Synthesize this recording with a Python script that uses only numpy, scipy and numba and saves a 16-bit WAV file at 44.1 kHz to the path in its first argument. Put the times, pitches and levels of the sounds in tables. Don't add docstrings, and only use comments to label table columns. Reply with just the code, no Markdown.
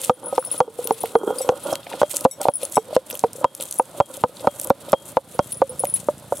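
import sys
import numpy as np
from scipy import signal
from scipy.io import wavfile
from scipy.ndimage import uniform_filter1d, minimum_filter1d
from numba import njit

SR = 44100
rng = np.random.default_rng(int(sys.argv[2]) if len(sys.argv) > 2 else 0)


def convert_level_to_amplitude(level_db):
    exponent = np.asarray(level_db, float) / 20
    return 10 ** exponent


def file_out(sig):
    cols = np.atleast_2d(sig).T
    lim = np.clip(cols, -1, 1)
    pcm = np.round(lim * 32767).astype(np.int16)
    wavfile.write(sys.argv[1], SR, pcm)


N = 282240


def level(x, db=0):
    return x * convert_level_to_amplitude(db) / np.sqrt(np.mean(x ** 2))


def curves(table):
    s, *columns = np.transpose(table)
    return [np.interp(np.arange(N) / SR, s, column) for column in columns]


@njit
def svf(x, hz, width):
    y, band_state, low_state = np.empty(len(x)), 0., 0.
    for i in range(len(x)):
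        g, k = np.tan(np.pi * hz[i] / SR), width / hz[i]
        v = (band_state + g * (x[i] - low_state)) / (1 + g * (g + k))
        band_state = 2 * v - band_state
        low_state += 2 * g * v
        y[i] = k * v
    return y


def band(x, hz, width):
    centre = np.clip(hz + np.zeros(len(x)), 20, .45 * SR)
    return svf(x, centre, float(max(width, 5)))


def low_pass(x, order, hz):
    return signal.sosfilt(signal.butter(order, hz, fs=SR, output="sos"), x)


@njit
def follow(x, attack, release):
    y, e = np.empty(len(x)), 1e-6
    for i in range(len(x)):
        e += (x[i] - e) * (attack if x[i] > e else release)
        y[i] = e
    return y


def walk(rate):
    k = int(SR / rate)
    steps = np.repeat(rng.standard_normal(N // k + 1), k)
    return 2.05 * uniform_filter1d(uniform_filter1d(steps, k), k)[:N]


def ring(modes, push_s, length_s=.3):
    t = np.arange(int(length_s * SR)) / SR
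    x = np.zeros(len(t))
    for hz, db, t60 in modes:
        decay = np.exp(-np.log(1000) * t / max(t60, .004))
        x += convert_level_to_amplitude(db) * decay * np.sin(2 * np.pi * hz * t)
    return x * np.sin(np.pi / 2 * np.clip(t / push_s, 0, 1)) ** 2


def add(out, s, x, pan_db=0.):
    i = max(int(s * SR), 0)
    out[:, i:i + len(x)] += convert_level_to_amplitude(np.array([[pan_db], [-pan_db]]) / 2) * x[:N - i]


def grit(per_s, scatter_db):
    size_db = scatter_db * np.minimum(rng.exponential(size=N), 3)
    return level((rng.random(N) < per_s / SR) * rng.standard_normal(N) * convert_level_to_amplitude(size_db))


def strokes(s, db, rise_s, fall_s, floor_db):
    coarse = np.arange(0, N, 64)
    late = coarse[:, None] / SR - s
    away = np.where(late < 0, -late / np.maximum(rise_s, .01), late / fall_s)
    power = convert_level_to_amplitude(db - 16 * away) ** 2
    gain = np.sqrt(np.sum(power, axis=1) + convert_level_to_amplitude(floor_db) ** 2)
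    return np.interp(np.arange(N), coarse, gain)


# pitch in Hz, level in dB per Hz.
AIR_COLOUR = [(18, -58), (30, -25), (114, 15), (379, -1), (546, 13.5), (787, -1.5), (1360, -2.5),
              (1770, -72), (3320, 3.5), (5890, -51), (9940, -6), (12600, -23), (15500, -32)]


def yard():
    out, (f, db) = 0, np.transpose(AIR_COLOUR)
    for hz in 40 * 2 ** np.arange(0, 8.7, .5):
        mid, side = (band(rng.standard_normal(N), hz, hz / 3) for _ in range(2))
        stereo = mid + np.clip(hz / 9000, .2, .7) * side * np.array([[1], [-1]])
        out = out + convert_level_to_amplitude(np.interp(np.log(hz), np.log(f), db) + 0.5 * walk(1.83)) * stereo
    return level(out, -46.5)


# time in seconds, level in dB.
MOTOR_LEVEL = [
    (0.0, -67),
    (2.3, -92),
    (4.08, -52),
    (5.15, -49.5),
    (5.75, -45),
    (6.4, -48.5),
]


def exhaust(x):
    return level(band(band(x, 115, 130), 98, 150) + 0.11 * band(band(x, 180, 120), 180, 120))


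def engine():
    firing_hz = 18.7 + 1.6 * np.arange(N) / SR
    turns = np.cumsum(firing_hz * (1 + 0.004 * walk(22))) / SR
    firing = np.diff(np.floor(turns), prepend=0) * convert_level_to_amplitude(walk(26))
    sound = exhaust(firing) + 0.4 * exhaust(rng.standard_normal(N))
    return convert_level_to_amplitude(curves(MOTOR_LEVEL)[0]) * sound * convert_level_to_amplitude([[-.8], [.8]])


# time of the top in seconds, level in dB, rise in seconds.
RUBS = [(0.09, -41, 0.54), (0.36, -43.5, 0.27), (0.64, -32, 0.13), (0.89, -39, 0.12), (1.2, -30, 0.029),
        (1.299, -29, 0.19), (1.42, -43, 0.055), (1.51, -34, 0.36), (1.722, -28.5, 0.13),
        (1.93, -38.5, 0.095), (2.021, -39.5, 0.13), (2.25, -45.5, 0.67), (2.419, -40.5, 0.085),
        (2.63, -40.5, 0.031), (2.76, -48, 0.044), (2.95, -39.5, 0.087), (3.14, -43.5, 0.14),
        (3.42, -35.5, 0.027), (3.619, -41.5, 0.073), (3.79, -43, 0.099), (4.0, -46.5, 0.4),
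        (4.16, -41, 0.18), (4.45, -44, 0.073), (4.68, -46.5, 0.61), (4.941, -38, 0.1), (5.08, -45, 0.08),
        (5.48, -56, 0.44), (5.9, -54, 0.57), (6.39, -50, 0.21)]
# pitch in Hz, width in Hz, level in dB.
SCRAPE_BANDS = [
    (350, 324, -1),
    (800, 510, -3),
    (1404, 110, -4.5),
    (1268, 14, -2),
]


def rubbing():
    s, db, rise_s = np.transpose(RUBS)
    drag = strokes(s, db, rise_s, fall_s=0.059, floor_db=-56.5)
    hz = np.minimum(curves(sorted(hit[:3] for hit in BLOWS + BUMPS))[1], 570)
    rub = convert_level_to_amplitude(2.86 * walk(45)) * (grit(900, scatter_db=5.5) + 0.66 * rng.standard_normal(N))
    rumble = band(band(rub, hz, 102), hz, 210) * convert_level_to_amplitude(7.0)
    for f, width, db in SCRAPE_BANDS:
        rumble += convert_level_to_amplitude(db) * band(band(rub, f, 0.79 * width), f, 0.71 * width)
    roller = convert_level_to_amplitude(-12) * band(rub, 3243, 40)
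    rumble = low_pass(rumble, 8, 1500) + roller
    return convert_level_to_amplitude(4.5) * drag * level(rumble) * convert_level_to_amplitude([[-.8], [.8]])


# time of the top in seconds, level in dB, grit minus crunch in dB, rise in seconds.
CRUSHES = [(0.04, -38, 0, 0.16), (0.36, -50, 1, 0.093), (0.549, -42, 0, 0.1), (0.89, -49.5, -0.5, 0.23),
           (1.05, -44.5, 2, 0.13), (1.3, -51.5, -14, 0.66), (1.42, -40, -1.5, 0.056), (1.72, -47, 2, 0.3),
           (2.02, -48, 7, 0.18), (2.167, -37, -4, 0.11), (2.32, -51, -9, 0.034), (2.42, -46, 2.5, 0.032),
           (2.63, -45, 2.5, 0.095), (2.76, -46, -6, 0.16), (2.95, -50, 5, 0.07), (3.149, -41, -4, 0.098),
           (3.37, -49.5, -9, 0.037), (3.619, -43, -4, 0.095), (3.75, -42.5, -13, 0.053),
           (4.16, -48.5, -1.5, 0.41), (4.45, -51.5, 1, 0.36), (4.62, -43, -5.5, 0.14), (4.93, -51, 2, 0.15),
           (5.08, -46.5, -4.5, 0.15), (5.48, -46.5, -4.5, 0.22), (5.85, -50.5, -2.5, 0.098),
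           (5.96, -47.5, 0, 0.078), (6.1, -54.5, -6, 0.88), (6.39, -49, -20, 0.19)]
# pitch in Hz, width in Hz, level in dB.
CRUNCH_BANDS = [
    (8790, 3840, 20.5),
    (11100, 4500, 15.5),
    (14500, 3000, -46),
]


def crushing():
    s, db, grit_db, rise_s = np.transpose(CRUSHES)
    crush, grind = (strokes(s, g, rise_s, fall_s=0.081, floor_db=-62.5) for g in (db, db + grit_db))
    out = np.zeros((2, N))
    for side in ([[1], [.45]], [[.45], [1]]):
        patch = convert_level_to_amplitude(3.2 * walk(110))
        tear = patch * (grit(2500, scatter_db=1.0) + 0.81 * rng.standard_normal(N))
        crunch = np.zeros(N)
        for f, width, db in CRUNCH_BANDS:
            source = patch * grit(800, scatter_db=3.5) + .5 * tear
            crunch += convert_level_to_amplitude(db) * band(band(source, f, 1.53 * width), f, 1.53 * width)
        sand = band(band(tear, 3790, 2350), 1800, 6300)
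        out += np.array(side) * (convert_level_to_amplitude(8.5) * crush * level(crunch) + convert_level_to_amplitude(2.0) * grind * level(sand))
    return out


# start in seconds, peak in dB.
SNAPS = [(0.047, -6), (0.873, -0.5), (1.033, -11), (1.058, -13), (1.729, -8.5), (2.096, -14), (2.162, -3),
         (2.1679, 1.5), (2.209, -6.5), (2.415, -3.5), (2.431, -9), (2.652, -6.5), (2.747, -12), (3.153, -9),
         (3.193, -7), (3.3322, -16.5), (3.55, -7.5), (3.566, -17), (3.6241, -8.5), (3.6368, -9),
         (3.655, -13), (3.688, -21), (3.711, -6), (3.725, -9), (3.7414, -12), (3.781, -12), (3.822, -21),
         (4.1694, -14.5), (4.592, -19), (4.614, -8), (4.646, -4.5), (4.672, -9), (5.471, -21), (5.526, -11)]
# start in seconds, peak in dB, crack minus peak in dB.
CRACKS = [(0.016, -10, 3), (0.376, -18, 26), (1.676, -24, -17), (1.755, -11.5, 33), (2.632, -8, -14),
          (2.698, -20, -3), (2.723, -10, -10), (3.101, -7.5, 21), (3.109, -7.5, 23), (3.609, -8, 19),
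          (4.15, -18, -18), (4.598, -6.5, 8), (4.698, -10, -8), (4.92, -8.5, -2), (5.8456, -9, -16),
          (5.853, -8, -5)]


def snaps():
    out, t = np.zeros((2, N)), np.arange(-400, 600) / SR
    bursts = [(s, db, -19) for s, db in SNAPS] + CRACKS
    chance = rng.standard_normal((len(bursts), 2002))
    for (s, db, low_db), row in zip(bursts, chance):
        faint_clicks = 0.068 * (row[1002:] > 1.8) * np.exp(-np.abs(t) / 0.0019)
        burst = row[2:1002] * (1.13 * np.exp(-np.abs(t) / 0.00057) + faint_clicks)
        bright = band(band(burst, 11000 + 1500 * row[1], 3950), 6300, 13000)
        crack = band(band(burst, 3340, 2700), 3700, 7500)
        sound = convert_level_to_amplitude(db - 0.5) * (bright + convert_level_to_amplitude(low_db - 26.5) * crack)
        add(out, s + t[0] + 0.00053, sound, pan_db=1.5 * row[0])
    return out


# start in seconds, peak in dB, hollow pitch in Hz.
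TAPS = [(0.035, -34, 523), (0.473, -35, 664), (0.853, -23, 460), (1.278, -15, 465), (1.446, -22.5, 514),
        (1.66, -24, 540), (1.697, -23, 600), (1.915, -27, 905), (2.219, -31, 597), (2.413, -19.5, 790),
        (2.885, -35, 533), (2.906, -29.5, 636), (2.928, -18.5, 610), (3.097, -36, 587), (3.13, -26.5, 504),
        (3.353, -30.5, 480), (3.383, -29, 533), (3.412, -24, 570), (3.458, -17.5, 543), (3.599, -25.5, 568),
        (3.948, -29, 650), (4.174, -27.5, 570), (4.293, -30, 505), (4.406, -30, 520), (4.617, -34, 580),
        (4.673, -34, 568), (4.883, -25, 590), (5.348, -30, 490), (5.734, -36, 517), (5.803, -27, 513),
        (6.029, -37, 560)]
# start in seconds, peak in dB, colour in Hz.
TICKS = [(.426, -21.5, 1240), (.44, -28, 1170), (.5082, -24, 3450), (0.873, -15.5, 3700),
         (1.0316, -37, 3560), (1.057, -20.5, 2600), (1.286, -36, 3320), (1.735, -15, 5330),
         (1.832, -27.5, 3340), (1.8674, -21.5, 2060), (1.9255, -22, 2980), (1.932, -19, 2120),
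         (1.9644, -35, 3500), (2.142, -18.5, 5000), (2.188, -29, 1550), (2.209, -25, 5000),
         (2.4134, -21, 3500), (2.6308, -20.5, 3500), (3.128, -19, 5000), (3.1524, -19, 3300),
         (3.1921, -46, 4500), (3.213, -30, 5600), (3.2809, -35.5, 3500), (3.5493, -36, 3480),
         (3.601, -19.5, 4500), (3.6244, -19.5, 3970), (3.635, -30, 4000), (3.654, -31, 5500),
         (3.71, -25, 5000), (3.7793, -35, 5000), (4.141, -22.5, 3520), (4.155, -26, 3000),
         (4.3703, -23, 4000), (4.3966, -26, 4000), (4.42, -33, 5500), (4.6139, -28, 5040),
         (4.6643, -38.5, 4500), (5.5248, -23.5, 3500), (5.545, -27, 6000), (5.853, -24, 2400),
         (5.868, -31, 2400), (6.37, -28, 3480)]


def pebbles():
    out, t = np.zeros((2, N)), np.arange(-100, 400) / SR
    for s, db, hz in TAPS:
        modes = [(hz, 0, .04), (1.7 * hz, -12, .015)]
        add(out, s, convert_level_to_amplitude(db + 3.5) * ring(modes, push_s=0.0015), pan_db=1.0)
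    for (s, db, hz), hiss in zip(TICKS, rng.standard_normal((len(TICKS), len(t)))):
        grain = hiss * np.exp(-np.abs(t) / 0.0012)
        click = band(band(grain, hz, 0.41 * hz), hz, 0.615 * hz)
        add(out, s + t[0] + .0004, convert_level_to_amplitude(db - 6) * click / np.abs(click).max(), pan_db=1.0)
    return out


# start in seconds, peak in dB,
# hollow pitch in Hz, upper pitch in Hz, upper minus peak in dB.
BLOWS = [(0.095, 0.5, 503, 840, 5.5), (0.379, -6.5, 522, 870, 2.5), (0.603, 1, 505.5, 897, 1),
         (0.907, -11, 453, 813, 3.5), (1.153, 0.5, 463, 778, -0.5), (1.49, -1, 505, 830, -2.5),
         (2.015, -7, 620, 850, 3), (2.25, 3, 529, 870, -6), (2.484, 1.5, 575, 864, -1),
         (2.769, -5.5, 700, 890, 3), (2.964, 1, 522, 796, -14.5), (3.237, -14, 690, 880, 7),
         (3.443, -1.5, 547, 936, 3.5), (3.796, -5.5, 520, 870, 5.5), (4.001, 2.5, 603, 830, -6),
         (4.237, -2.5, 498, 942, 8.5), (4.471, -2, 577, 863, -10), (4.702, 0, 551, 896, -4.5),
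         (4.93, -0.5, 633, 834, -11), (5.169, -1, 546, 860, 2.5), (5.391, -3, 582, 887, 0.5),
         (5.617, -2.5, 542, 887, -4), (6.085, -7.5, 596, 906, -6), (6.322, -10.5, 577, 874, -6)]
# start in seconds, peak in dB, hollow pitch in Hz,
# upper minus peak in dB.
BUMPS = [(0.325, -12.5, 556, -19), (0.677, -16, 452, -7.5), (0.787, -14, 484, -22), (1.036, -15, 460, -1),
         (1.232, -14, 397, -5.5), (1.303, -11, 456, -33), (1.404, -14, 530, -25), (1.519, -14.5, 512, -10),
         (1.725, -8.5, 640, -24), (1.867, -27, 710, 1.5), (1.937, -31.5, 500, 15.5), (2.03, -4, 593, -4.5),
         (2.257, -4, 645, 2), (2.453, -12.5, 733, 2.5), (2.466, -11.5, 644, -29), (2.629, -15.5, 552, -33),
         (2.776, -5, 444, -4.5), (3.241, -6, 467, -35), (4.006, 0.5, 572, -6), (4.444, -13.5, 647, -19),
         (4.935, 0, 553, -3), (5.693, -24, 502, -39), (5.836, -11, 574, -6)]
# start in seconds, stony tick in dB, basin thump in dB,
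# basin edge notes in dB, hollow ring time as a factor.
LANDINGS = [(.095, 10.5, 12, 9.5, 1.04), (.38, 5, 1.5, 5.5, 0.68), (.603, 9.5, 3, 8.5, 1.1),
            (.907, 12.5, 1.5, 6, 0.97), (1.153, -2, 1, 7, 1.1), (1.49, 8.5, -6, 1, 0.83),
            (2.015, 12, -27, 14.5, 0.57), (2.25, 1, 6, -3.5, 1.13), (2.484, 2, -5, -3, 0.55),
            (2.769, -2, 6.5, -16, 0.74), (2.964, 0.5, -9, -4.5, 0.67), (3.239, -12, -14, -8, 0.81),
            (3.443, 11.5, -0.5, 12.5, 0.98), (3.797, 5, -29, 4, 0.71), (4.002, 0, -3, 5, 0.68),
            (4.237, 6.5, 11.5, 6, 0.52), (4.471, 4.5, 5, 0, 0.68), (4.702, 3, 7, 5, 0.98),
            (4.93, 1.5, 3.5, 4.5, 0.66), (5.169, 3, -5, 2, 0.89), (5.391, 8.5, -17.5, 8, 0.64),
            (5.617, -5, -15.5, 2.5, 1.16), (6.086, -2.5, -16, 0.5, 0.99), (6.323, -3, -1, 3, 0.71)]
# start in seconds, deep boom in dB, middle note in dB.
BODY = [(.095, -4.5, 2.5), (.379, -1, 6), (.603, 6, 2), (.907, -11, 5.5), (1.153, -9, 4), (1.49, 12, -4.5),
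        (2.015, 11, 5), (2.25, -9, -7), (2.484, 8, -5.5), (2.769, -10, -4), (2.964, -3, 1.5),
        (3.238, -10, -8), (3.443, 11.5, -16), (3.796, 10, -2), (4.002, 9.5, 0.5), (4.237, -3, -7),
        (4.471, -5, 0), (4.702, -8.5, -12.5), (4.93, 1, -4), (5.169, 7, 5.5), (5.391, 29.5, -5),
        (5.617, 3, -5.5), (6.085, 0, -0.5), (6.322, 4, 5.5)]
# pitch in Hz, level in dB, ring time (t60) in seconds.
BASIN = [
    (147.4, -12.5, 0.018),
    (253.6, -9, 0.02),
    (698, 4, 0.02),
    (1074, -5, 0.02),
    (1356, -1.5, 0.013),
]


def hollow_air(hz, db, hard_db, lasting):
    t60 = max(lasting, .8) * (0.036 * (520 / hz) ** 1.5 - 0.0014 * db)
    start = ring([(hz, -4.0, 0.62 * t60)], push_s=0.0022)
    swell = ring([(hz, -4.5 + 0.56 * hard_db, t60)], push_s=0.0079)
    last_breath = ring([(hz, -14, 2.1 * t60)], push_s=0.0034)
    return start + swell + last_breath


def knocks():
    out, t = np.zeros((2, N)), np.arange(600) / SR
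    hits = BLOWS + [(s, db, hz, 830, upper_db) for s, db, hz, upper_db in BUMPS]
    landings = [a[1:] + b[1:] for a, b in zip(LANDINGS, BODY)] + [(0, 0, 0, 0.72, 0, 0)] * len(BUMPS)
    noise = rng.standard_normal((len(hits), 600))
    colour = rng.standard_normal((len(hits), len(BASIN)))
    for hit, landing, hiss, tint in zip(hits, landings, noise, colour):
        s, db, hz, upper_hz, upper_db = hit
        tick_db, thump_db, edge_db, lasting, boom_db, middle_db = landing
        hard_db = .5 * min(db + 7, 0)
        shares_db = (thump_db + boom_db, thump_db, middle_db, edge_db, edge_db)
        modes = [(upper_hz, upper_db + 15.0, .012)]
        for (f, g, t60), share_db, c in zip(BASIN, shares_db, tint):
            modes.append((f * (1 + 0.092 * c), g + hard_db + share_db + 0.93 * c, t60))
        hollow = hollow_air(hz, db, hard_db, lasting)
        body = ring(modes, push_s=0.00079)
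        push = np.sin(np.pi * np.clip(t / (.0008 - 0.00007 * hard_db), 0, 1)) ** 2
        body, hollow = (signal.fftconvolve(x, push / push.sum()) for x in (body, hollow))
        pits = hiss[::-1] * np.exp(-t / 0.0019)
        rattle = signal.fftconvolve(body, pits / np.sqrt(np.sum(pits ** 2)))[:len(body)]
        blow = convert_level_to_amplitude(4.0) * hollow + body + convert_level_to_amplitude(-10) * rattle
        blow = low_pass(blow, 6, 1550)
        tick = band(band(hiss * np.exp(-t / 0.002), 3850, 3800), 4350, 10600)
        blow[:600] += convert_level_to_amplitude(-20.5 + tick_db + 0.87 * hard_db) * tick
        add(out, s + .0004, blow * convert_level_to_amplitude(db + 0.87 * max(db + 7.0, 0)), pan_db=-0.1)
    return out


# start in seconds, peak in dB.
ROLLER_RINGS = [(0.095, -48), (0.603, -43), (1.1507, -44.5), (1.282, -45), (1.613, -57), (1.701, -42),
                (1.755, -54), (1.965, -56), (2.0192, -42), (2.251, -53), (2.4858, -51), (2.756, -46.5),
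                (2.9654, -60), (3.443, -41), (3.63, -51.5), (4.001, -39.5), (4.4713, -45), (4.93, -33.5),
                (5.391, -45), (5.6167, -56)]
# pitch in Hz, level in dB, ring time (t60) in seconds.
ROLLER_NOTE = [
    (3243, 6, .24),
]


def roller_rings():
    out = np.zeros((2, N))
    for s, db in ROLLER_RINGS:
        add(out, s, convert_level_to_amplitude(db) * ring(ROLLER_NOTE, push_s=0.00091), pan_db=5.5)
    return out


# start in seconds, peak in dB, upper note minus lower note in dB,
# left minus right in dB.
CLINKS = [(0.1386, -30, -7, 4), (.2389, -32, 0, 8), (0.258, -25.5, 3, 5), (0.2817, -31.5, 10, 4),
          (0.393, -27, 1.5, 7), (0.415, -31, 7, 1.5), (0.449, -20.5, -4, 5), (0.47, -30, -7, 15),
          (0.514, -18.5, 4, 7), (0.578, -22, -2, 6), (0.842, -23.5, -2, 11), (0.922, -29.5, 5, 5),
          (1.005, -25.5, 2, 10), (1.161, -25, -6, 6), (1.637, -27, -2, 1), (2.495, -28, -3, 12),
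          (2.5368, -15, 0, 6), (2.555, -13.5, -8, 7), (2.634, -32, -19, 29), (3.7862, -16.5, -13, 9),
          (5.344, -34, -2, 0), (5.5196, -20, 2, 4), (5.5705, -26.5, -9, 3.0), (5.693, -24, -7, -2.5),
          (5.794, -16.5, 5, 2), (5.87, -21, 0, 2), (5.884, -29, 5, 6), (5.898, -22.5, 4.5, 1),
          (5.939, -16, 11.5, 3), (6.369, -30.5, -1, 3)]
# start in seconds, peak in dB.
THICK_CLINKS = [
    (1.4157, -26),
    (2.3116, -22),
    (2.7551, -20.5),
]
THIN_CLINKS = [
    (1.3843, -20),
]
# start in seconds, peak in dB.
LOW_CLINKS = [
    (.345, -42),
    (.425, -51),
    (.515, -38),
    (2.537, -44),
    (5.74, -50),
    (5.797, -63),
]
# pitch in Hz, level in dB, ring time (t60) in seconds.
BANGLE = [
    (9795, 0, .09),
    (9865, -7, .07),
    (10252, 0, .12),
    (5394, -29, .08),
    (9345, -29, .08),
    (14990, -18, .06),
    (15670, -18, .05),
]
THICK_BANGLE = [(2196, -25, .2), (3768, -19, .14), (5701, -11, .13), (6298, -26, .2), (7246, -28, .18),
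                (7921, 0, .09), (10430, 4, .045), (11060, -14, .04), (13086, -6, .11)]
THIN_BANGLE = [
    (4905, -8, .075),
    (9348, 0, .065),
    (14985, -8, .045),
    (15690, -25, .08),
]
LOW_NOTE = [
    (5394, 0, .07),
]


def bangles():
    out = np.zeros((2, N))
    touch = rng.standard_normal((len(CLINKS), len(BANGLE)))
    for (s, db, upper_db, pan_db), tint in zip(CLINKS, touch):
        modes = []
        for (f, g, t60), c in zip(BANGLE, tint):
            change_db = upper_db if 10000 < f < 11000 else 4 * c * (g < 0)
            modes.append((f, g + change_db, t60 * convert_level_to_amplitude(1.5 * c - 1.5)))
        add(out, s, convert_level_to_amplitude(db - 2.0) * ring(modes, push_s=0.00085), pan_db)
    for table, modes in ((THICK_CLINKS, THICK_BANGLE), (THIN_CLINKS, THIN_BANGLE), (LOW_CLINKS, LOW_NOTE)):
        for s, db in table:
            add(out, s, convert_level_to_amplitude(db) * ring(modes, push_s=0.00054), pan_db=6.5)
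    out[1, 1:] = 1.1 * out[1, :-1] + 0.32 * out[1, 1:]
    return out


def echoes(near):
    shared, apart = rng.standard_normal((2, 2200)) * np.exp(-np.arange(2200) / SR / 0.0052)
    tail = (shared + 0.66 * np.array([[1], [-1]]) * apart) / np.sqrt(np.sum(shared ** 2))
    return convert_level_to_amplitude(-12.5) * signal.fftconvolve(near, tail, axes=1)[:, :N]


def scene():
    near = knocks() + roller_rings() + rubbing() + crushing() + snaps() + bangles() + pebbles()
    return near + echoes(near) + yard() + engine()


def gain_control(x):
    attack_s, release_s = 0.0024, 0.088
    env = follow(np.abs(x).max(axis=0), 1 / (attack_s * SR), 1 / (release_s * SR))
    return x * np.minimum(convert_level_to_amplitude(-9) / env, 1) ** (1 - 1 / 3)


def limiter(x):
    peak = uniform_filter1d(-minimum_filter1d(-np.abs(x).max(axis=0), size=110), size=70)
    x = x * np.minimum(convert_level_to_amplitude(1.5) / peak, 1)
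    return 1.2 * np.tanh(x / 1.2)


def roll_off(x):
    return signal.sosfilt(signal.butter(12, 16830, fs=SR, output="sos"), x)


def record(dry):
    dry = signal.sosfilt(signal.butter(2, 95, "high", fs=SR, output="sos"), dry)
    held = limiter(gain_control(dry))
    held = signal.sosfilt(signal.butter(2, 55, "high", fs=SR, output="sos"), held)
    ports = np.array([[-1], [1]])
    bass = signal.sosfiltfilt(signal.butter(4, 760, fs=SR, output="sos"), held)
    held = held + ports * (0.078 * bass - 1.2 * np.gradient(bass, axis=1))
    air = signal.sosfiltfilt(signal.butter(4, 11500, "high", fs=SR, output="sos"), held)
    held = held + ports * 0.088 * air
    mix = signal.sosfilt(signal.ellip(8, .2, 50, 15900, fs=SR, output="sos"), held)
    return roll_off(mix)


dry = scene()
out = record(dry)
file_out(out)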